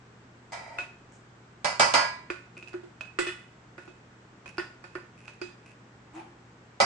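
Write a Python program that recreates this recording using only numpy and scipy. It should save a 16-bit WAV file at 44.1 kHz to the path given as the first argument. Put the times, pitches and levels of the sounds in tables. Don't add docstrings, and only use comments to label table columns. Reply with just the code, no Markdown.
import sys
import numpy as np
from scipy import signal
from scipy.fft import rfft, irfft, next_fast_len
from scipy.io import wavfile
from scipy.ndimage import uniform_filter1d, map_coordinates

SR = 44100
rng = np.random.default_rng(int(sys.argv[2]) if len(sys.argv) > 2 else 0)


def unload_wav(signal):
    wavfile.write(
        sys.argv[1],
        SR,
        np.round(np.clip(np.atleast_2d(signal).T, -1, 1) * 32767).astype(np.int16),
    )


N = 302085
TIME = np.arange(N) / SR
AGE = np.arange(SR * 3 // 5) / SR

# (time [s], level [dB], clash [dB], knock [dB], thud [dB], ring time [factor])
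RIM_RAPS = [(1.645, -21.5, -33.5, -29, -47, 0.69), (1.796, -13, -25.5, -16, -38, 0.72),
            (1.9381, -14.5, -27.5, -21.5, -39, 1), (6.801, -16.5, -29, -14, -37.5, .5)]
# (time [s], wall [dB], air [dB], spoon [dB], neck [dB], tick [dB], ring time [factor])
JAR_KNOCKS = [(0.786, -25, -51, -31.5, -64, -49, 0.72), (2.3016, -25, -33, -37, -54.5, -50.5, 0.68),
              (2.5688, -48.5, -54, -44.5, -76, -66, 1), (2.6264, -52, -54, -45.5, -73, -61.5, 0.54),
              (2.6744, -54, -59, -48.5, -67, -62.5, 0.66), (2.7312, -44, -64, -70, -73, -62.5, 0.49),
              (2.7397, -37.5, -33, -56, -73, -67, 1), (2.834, -52, -45, -72, -81, -69, 0.72),
              (3.0092, -37.5, -63, -36.5, -69, -54, 0.28), (3.0532, -54, -68, -55, -75, -66, 0.4),
              (3.1882, -17, -26, -33, -47, -38.5, 0.65), (3.268, -31, -35, -39, -60, -47.5, 0.77),
              (3.78, -36, -47, -58, -71, -64, 0.99), (3.8777, -45, -48.5, -57, -76, -66, 1),
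              (4.4591, -40, -58, -44.5, -73, -60, 0.61), (4.582, -23, -31, -40.5, -45, -52.5, 1),
              (4.8407, -37.5, -55.5, -53.5, -65, -62.5, 0.99), (4.9531, -28, -36, -56, -60, -63.5, 0.72),
              (5.28, -44, -75, -43, -65, -58.5, 0.47), (5.4154, -33, -34.5, -42, -47, -52, 0.93)]
# (time [s], level [dB])
JAR_CLINKS = [(.521, -48), (.532, -41.5)]
# (time [s], level [dB], fade time [s], judder pitch [Hz], judder level [dB])
SPOON_SKIDS = [(3.197, -37.5, 0.53, 1986, -41.5), (3.268, -32, 0.21, 1810, -36),
               (4.589, -44.5, 0.2, 1807, -37)]
# (time [s], length [s], level [dB])
HANDLE_RUBS = [(0.779, 0.036, -36.5), (2.574, 0.011, -46), (2.588, 0.025, -61), (2.676, 0.0099, -44),
               (3.803, 0.058, -62), (4.457, 0.035, -50), (4.518, 0.058, -60), (4.85, 0.15, -69),
               (5.166, 0.18, -61.5), (5.65, 0.084, -62)]
SAUCE_PEELS = [(1.115, 0.023, -58), (2.65, 0.056, -77), (6.13, .022, -60.5)]

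# (pitch [Hz], relative level [dB], fade time [s])
BOWL_NOTES = [(547, -4, .22), (585, -12, .25), (613, -4, .27), (673, -2, .25), (694, -11, .4),
              (790, -7, .22), (816, -3, .3), (852, -5, .33), (907, -3, .33), (948, -4, .48),
              (1015, -3, .44), (1104, -6, .48), (1225, -11, .48), (1313, -7, .38), (1352, -9, .4),
              (1410, -8, .25), (1433, -4, .37), (1568, -16, .35), (1649, -5, .44), (1809, -14, .5),
              (1962, -8, .38), (1995, -1, .44), (2051, -6, .4), (2239, -10, .5), (2303, -4, .46),
              (2391, -10, .42), (2551, -7, .42), (2790, -14, .45), (2850, -16, .25), (3110, -13, .22),
              (3149, -12, .3), (3451, -18, .42), (3870, -13, .34), (4016, -16, .15), (4339, -13, .48),
              (4644, -14, .33), (4710, -16, .3), (4850, -6, .3), (4975, -12, .3), (5050, -15, .32),
              (5230, -13, .33)]
BASE_NOTES = [(545, 4, 0.13), (586, 8, 0.12), (679, 5.5, 0.17), (804, 13.5, 0.11), (1080, -4, 0.056),
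              (1274, 13, 0.1), (1400, -4, 0.15)]
WALL_NOTES = [(1107, 3.5, 0.032), (1334, -5.5, 0.054), (1448, 10, 0.056), (1474, -2, 0.25),
              (1780, -3, 0.16), (1950, -4, 0.059), (2890, -22, 0.1), (3540, -28, 0.079)]
NECK_NOTES = [(4480, 1.5, 0.041), (4810, -2, 0.078), (4910, 1, 0.055), (4830, 5.5, 0.1),
              (5150, -2.5, 0.084)]
AIR_NOTES = [(357, 0, .155), (335, -10, .06), (382, -11, .06)]
HANDLE_NOTES = [(2465, 0.5, 0.055), (2557, -5, 0.29), (2615, -4.5, 0.065), (2804, -14.5, 0.045)]

# (frequency [Hz], relative level [dB])
CLANG_COLOUR = [(300, -38), (430, -14), (560, 2), (900, -1.5), (1400, 1), (2400, -13.5), (3000, -6.5),
                (3500, -63)]
CLASH_COLOUR = [(2500, -14.5), (3600, -15), (4300, -1.5), (4900, 3), (5700, -5), (8000, -8.5),
                (9500, -15.5), (11000, -21.5)]
THUD_COLOUR = [(25, -33), (70, -14), (130, 2), (250, -4.5), (400, -1.5), (700, -37)]
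CLACK_COLOUR = [(150, -4.5), (850, -13), (1400, 8), (2000, 4), (2800, -1), (3600, -28.5)]
PUSH_COLOUR = [(200, -27), (420, -18), (560, 15), (820, 6), (1000, 9), (1500, -28)]
TICK_COLOUR = [(2000, 0), (3200, 7.5), (4000, 6), (5000, 1.5), (6400, 1.5), (8300, -2.5), (9300, -12),
               (11000, -18)]
FIZZ_COLOUR = [(1500, 5), (4500, -10), (7000, 6), (8500, 1.5), (10000, -42)]
ROOM_COLOUR = [(15, -54), (30, -17), (60, -14.5), (90, -10.5), (130, -10), (200, -6.5), (270, -10.5),
               (370, -11), (560, -16.5), (1500, -16.5), (4000, -31.5), (8100, -34.5), (8900, -61),
               (11000, -59)]
ECHO_COLOUR = [(100, 0.0053), (10000, 0.00061)]

# (pitch [Hz], width [Hz], relative level [dB])
RIM_PEAKS = [(677, 57, 1.5), (922, 13, 8.5), (1294, 90, -9), (1996, 68, -4.5), (2330, 51, -7.5),
             (5030, 110, -23)]
RASP_PEAKS = [(5030, 790, -1.0), (7500, 1900, -5.5)]
CATCH_PEAKS = [(2560, 150, 0), (1450, 250, -12), (5000, 2000, -22)]
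SKID_PEAKS = [(1434, 76, -2), (2045, 25, -2), (2530, 41, 2), (2976, 50, -3.5), (3430, 44, -3),
              (5200, 340, -20), (7900, 2200, -30.5)]
POCKET_PEAKS = [(334, 51, -10), (840, 97, 14.5), (1490, 840, -3), (2420, 520, -1)]

# (frequency [Hz], likeness [0 to 1])
CONTACT_LIKENESS = [(250, 1), (600, 0.8), (2000, 0.11), (8000, 0.03)]
ROOM_LIKENESS = [(60, 0.98), (170, 1), (470, 0.72), (1340, 0), (3760, 0.007), (10600, 0.0)]
# (frequency [Hz], fade time [s])
ECHO_FADE = [(150, 0.42), (400, 0.34), (1000, 0.4), (3000, 0.42), (9000, 0.35)]
# (pitch [Hz], level [dB])
MAINS_HUM = [(120, -60)]


def bowl_raps():
    out = np.zeros((2, N))
    high_notes = high_bowl_notes(low_hz=4400, high_hz=10500, t60=.29, count=64)
    for start, db, clash_db, knock_db, thud_db, sustain in RIM_RAPS:
        clang = ring(paired(BOWL_NOTES, split_hz=16), scatter_db=1, spread=.8, sustain=sustain)
        shimmer = ring(high_notes, scatter_db=2, spread=.9)
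        steel = (amp(db - 4) * clang + amp(clash_db) * shimmer) * fade_in(0.0043)
        base = ring(BASE_NOTES, scatter_db=5, spread=0.44, sustain=0.9)
        knock = amp(knock_db - 5.5) * base * fade_in(0.001)
        thud = amp(thud_db) * burst(THUD_COLOUR, t60=0.21, attack=0.0044)
        add(out, start, in_kitchen(steel + knock + thud, echo_db=-4), pan_db=-4)
        for delay, loss_db in [(0, 0), (.011, -5)]:
            crack = amp(db - 15.5) * burst(TICK_COLOUR, t60=0.035, attack=0.0005)
            damped = amp(db - 11.5) * burst(CLANG_COLOUR, t60=.29, attack=.002)
            damped += amp(clash_db - 4) * burst(CLASH_COLOUR, t60=.24, attack=.001)
            add(out, start + delay, amp(loss_db) * in_kitchen(crack + damped, echo_db=-6), pan_db=-4)
    return out


def jar_knocks():
    out = np.zeros((2, N))
    for start, wall_db, air_db, spoon_db, neck_db, tick_db, sustain in JAR_KNOCKS:
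        wall = amp(wall_db - 12.5) * ring(WALL_NOTES, scatter_db=2, spread=1, sustain=sustain)
        clack = amp(wall_db - 17) * burst(CLACK_COLOUR, t60=0.13 * sustain, attack=0.00009)
        push_db = -55 + 0.58 * (wall_db + 35)
        push = amp(push_db) * burst(PUSH_COLOUR, t60=0.1, attack=0.00036)
        neck_notes = paired(NECK_NOTES, split_hz=110)
        neck = amp(neck_db) * ring(neck_notes, scatter_db=4, spread=0.83, sustain=sustain)
        spoon = amp(spoon_db - 3.5) * ring(HANDLE_NOTES, scatter_db=4.5, spread=0.22, sustain=sustain)
        tick = amp(tick_db) * burst(TICK_COLOUR, t60=0.31 * sustain, attack=0.0001)
        boom = amp(air_db) * ring(AIR_NOTES, scatter_db=.7, spread=0.45) * fade_in(0.003)
        knock = in_kitchen(wall + clack + push + neck + spoon + tick, echo_db=-5)
        add(out, start, knock + in_kitchen(boom, echo_db=-11), pan_db=-4)
    return out


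def jar_graze():
    start, landing_db, settle_s = 0.5165, 10, 0.049
    contact = amp(-47.5) * stroke(start, length=.3, attack=0.017, release=0.031)
    pressure = amp(landing_db * np.exp(-np.maximum(TIME - start, 0) / settle_s))
    rim = slips(2500, resonances(RIM_PEAKS))
    steel = slips(2500, resonances([(hz, 2.2 / t60, db) for hz, db, t60 in BOWL_NOTES]))
    rasp = slips(2500, resonances(RASP_PEAKS), scatter_db=4)
    drag = contact * (pressure * (rim + amp(-10) * steel) + amp(-23) * pressure ** 3.3 * rasp)
    for clink_time, db in JAR_CLINKS:
        clink = ring(BOWL_NOTES, scatter_db=2, spread=0.9, sustain=0.7)
        tick = amp(-8) * burst(TICK_COLOUR, t60=.07, attack=.0003)
        add(drag, clink_time, amp(db) * (clink + tick), pan_db=0)
    return pan(in_kitchen(drag, echo_db=-1), pan_db=-2)


def spoon_rubs():
    press = sum(amp(db) * stroke(start, length, attack=.008, release=.07)
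                for start, length, db in HANDLE_RUBS)
    catches = slips(220, resonances(CATCH_PEAKS))
    locked = press ** 2 / (press ** 2 + amp(-42.5) ** 2)
    drift = unit(uniform_filter1d(rng.standard_normal(N), size=300))
    squeak = tone(hz=2555 + 22 * drift)
    out = press * ((1 - locked) * catches + locked * squeak)
    for start, db, t60, judder_hz, judder_db in SPOON_SKIDS:
        wall = amp(db) * slips(1400, resonances(SKID_PEAKS))
        judder = amp(judder_db) * slips(1400, resonances([(judder_hz, 25, 0)]))
        out += stroke(start, length=.008, attack=.008, release=t60) * (wall + judder)
    return pan(in_kitchen(out, echo_db=-9), pan_db=-3)


def sauce():
    pull_time, opening_s, plugged_hz, open_hz = 6.118, 0.087, 289.5, 354
    pull = amp(-48) * stroke(pull_time, length=0.088, attack=0.053, release=0.1)
    opened = np.clip((TIME - pull_time) / opening_s, 0, 1)
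    air_note = tone(plugged_hz + (open_hz - plugged_hz) * opened)
    gurgle = slips(2500, resonances(POCKET_PEAKS))
    squelch = pull * (air_note + gurgle)
    peel = sum(amp(db) * stroke(start, length, attack=0.016, release=0.13)
               for start, length, db in SAUCE_PEELS)
    fizz = peel * slips(5800, lambda hz: amp(along(FIZZ_COLOUR, hz)), scatter_db=10)
    squirt = amp(-37.5) * stroke(start=3.187, length=0.0069, attack=0.0043, release=0.09)
    smack = squirt * slips(4000, resonances([(7960, 300, 0)]), scatter_db=3.5)
    return in_kitchen(squelch + fizz + smack, echo_db=0.5)


def room_tone():
    waver = map_coordinates(rng.standard_normal(int(TIME[-1] * 5) + 4), [TIME * 5])
    hum = sum(np.sqrt(2) * amp(db + 0.43 * waver) * np.sin(2 * np.pi * hz * TIME) for hz, db in MAINS_HUM)
    return amp(-55) * noise(ROOM_COLOUR, ROOM_LIKENESS, N) + hum


def in_kitchen(x, echo_db):
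    hz, t, spectrum = signal.stft(noise(ECHO_COLOUR, CONTACT_LIKENESS, SR // 2), SR, nperseg=256)
    fade = amp(-60 * t / along(ECHO_FADE, hz)[:, None])
    tail = signal.istft(spectrum * fade, SR, nperseg=256)[1]
    tail = np.pad(tail, ((0, 0), (SR // 250, 0)))
    echo = signal.fftconvolve(x, tail / np.linalg.norm(tail[0]), axes=1)
    return x + amp(echo_db) * echo[:, :x.shape[1]]


def high_bowl_notes(low_hz, high_hz, t60, count):
    hz = np.geomspace(low_hz, high_hz, count) * np.exp(0.00402 * rng.standard_normal(count))
    db = along(CLASH_COLOUR, hz) + 2 * rng.standard_normal(count)
    return np.column_stack([hz, db, np.full(count, t60)])


def paired(notes, split_hz):
    twins = np.array(notes, float) + [0, -5, 0]
    twins[:, 0] += split_hz * rng.standard_normal(len(twins))
    return np.vstack([notes, twins])


def ring(notes, scatter_db, spread, sustain=1):
    hz, db, t60 = np.transpose(notes)[:, :, None]
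    level = db + scatter_db * rng.standard_normal((2, len(notes), 1))
    phase = spread * rng.standard_normal((len(notes), 1)) * np.array([1, -1])[:, None, None]
    sign = rng.choice([-1, 1], (len(notes), 1))
    fade = amp(-60 * AGE / (t60 * sustain))
    return struck((sign * amp(level) * fade * np.sin(2 * np.pi * hz * AGE + phase)).sum(axis=1))


def burst(colour, t60, attack):
    return struck(noise(colour, CONTACT_LIKENESS, len(AGE)) * amp(-60 * AGE / t60) * fade_in(attack))


def slips(per_second, response, scatter_db=2):
    jolts = (rng.random(N) < per_second / SR) * amp(scatter_db * rng.standard_normal(N))
    stereo_jolts = jolts * (rng.standard_normal(N) + rng.standard_normal((2, N)))
    return unit(filtered(stereo_jolts, response))


def noise(colour, likeness, size):
    def response(hz):
        angle = np.arccos(np.clip(along(likeness, hz), -1, 1)) / 2
        return amp(along(colour, hz)) * [np.cos(angle), np.sin(angle)]
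    mid, side = filtered(rng.standard_normal((2, size)), response)
    return unit(np.array([mid + side, mid - side]))


def tone(hz):
    return np.sqrt(2) * np.sin(2 * np.pi * np.cumsum(hz) / SR)


def stroke(start, length, attack, release):
    rise = np.sin(np.pi / 2 * np.clip((TIME - start) / attack, 0, 1)) ** 2
    return rise * amp(-60 * np.maximum(TIME - start - length, 0) / release)


def fade_in(attack):
    return 1 - np.exp(-AGE / attack)


def resonances(peaks):
    return lambda f: sum((-1) ** k * amp(db) * 1j * f * width / (hz * hz - f * f + 1j * f * width)
                         for k, (hz, width, db) in enumerate(peaks))


def filtered(x, response):
    size = x.shape[-1]
    padded = next_fast_len(size + SR // 4)
    return irfft(rfft(x, padded) * response(np.fft.rfftfreq(padded, 1 / SR)), padded)[..., :size]


def along(points, hz):
    known_hz, values = np.transpose(points)
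    return np.interp(np.log(hz + 1), np.log(known_hz + 1), values)


def amp(db):
    return 10 ** (np.asarray(db) / 20)


def unit(x):
    return x / np.sqrt(np.mean(x ** 2) + 1e-20)


def struck(x):
    return x / np.sqrt(np.mean(x[..., :SR * 3 // 100] ** 2) + 1e-20)


def pan(sound, pan_db):
    return sound * amp([[pan_db / 2], [-pan_db / 2]])


def add(track, start, sound, pan_db):
    part = track[:, round(start * SR):][:, :sound.shape[1]]
    part += pan(sound, pan_db)[:, :part.shape[1]]


def scene():
    return bowl_raps() + jar_knocks() + jar_graze() + spoon_rubs() + sauce() + room_tone()


def record(dry):
    ceiling, top_hz = 0.42, 11100
    rounded = dry / (1 + (dry / ceiling) ** 4) ** (1 / 4)
    return filtered(rounded, lambda hz: np.clip((top_hz - hz) / 400 + .5, 0, 1))


dry = scene()
out = record(dry)
unload_wav(out)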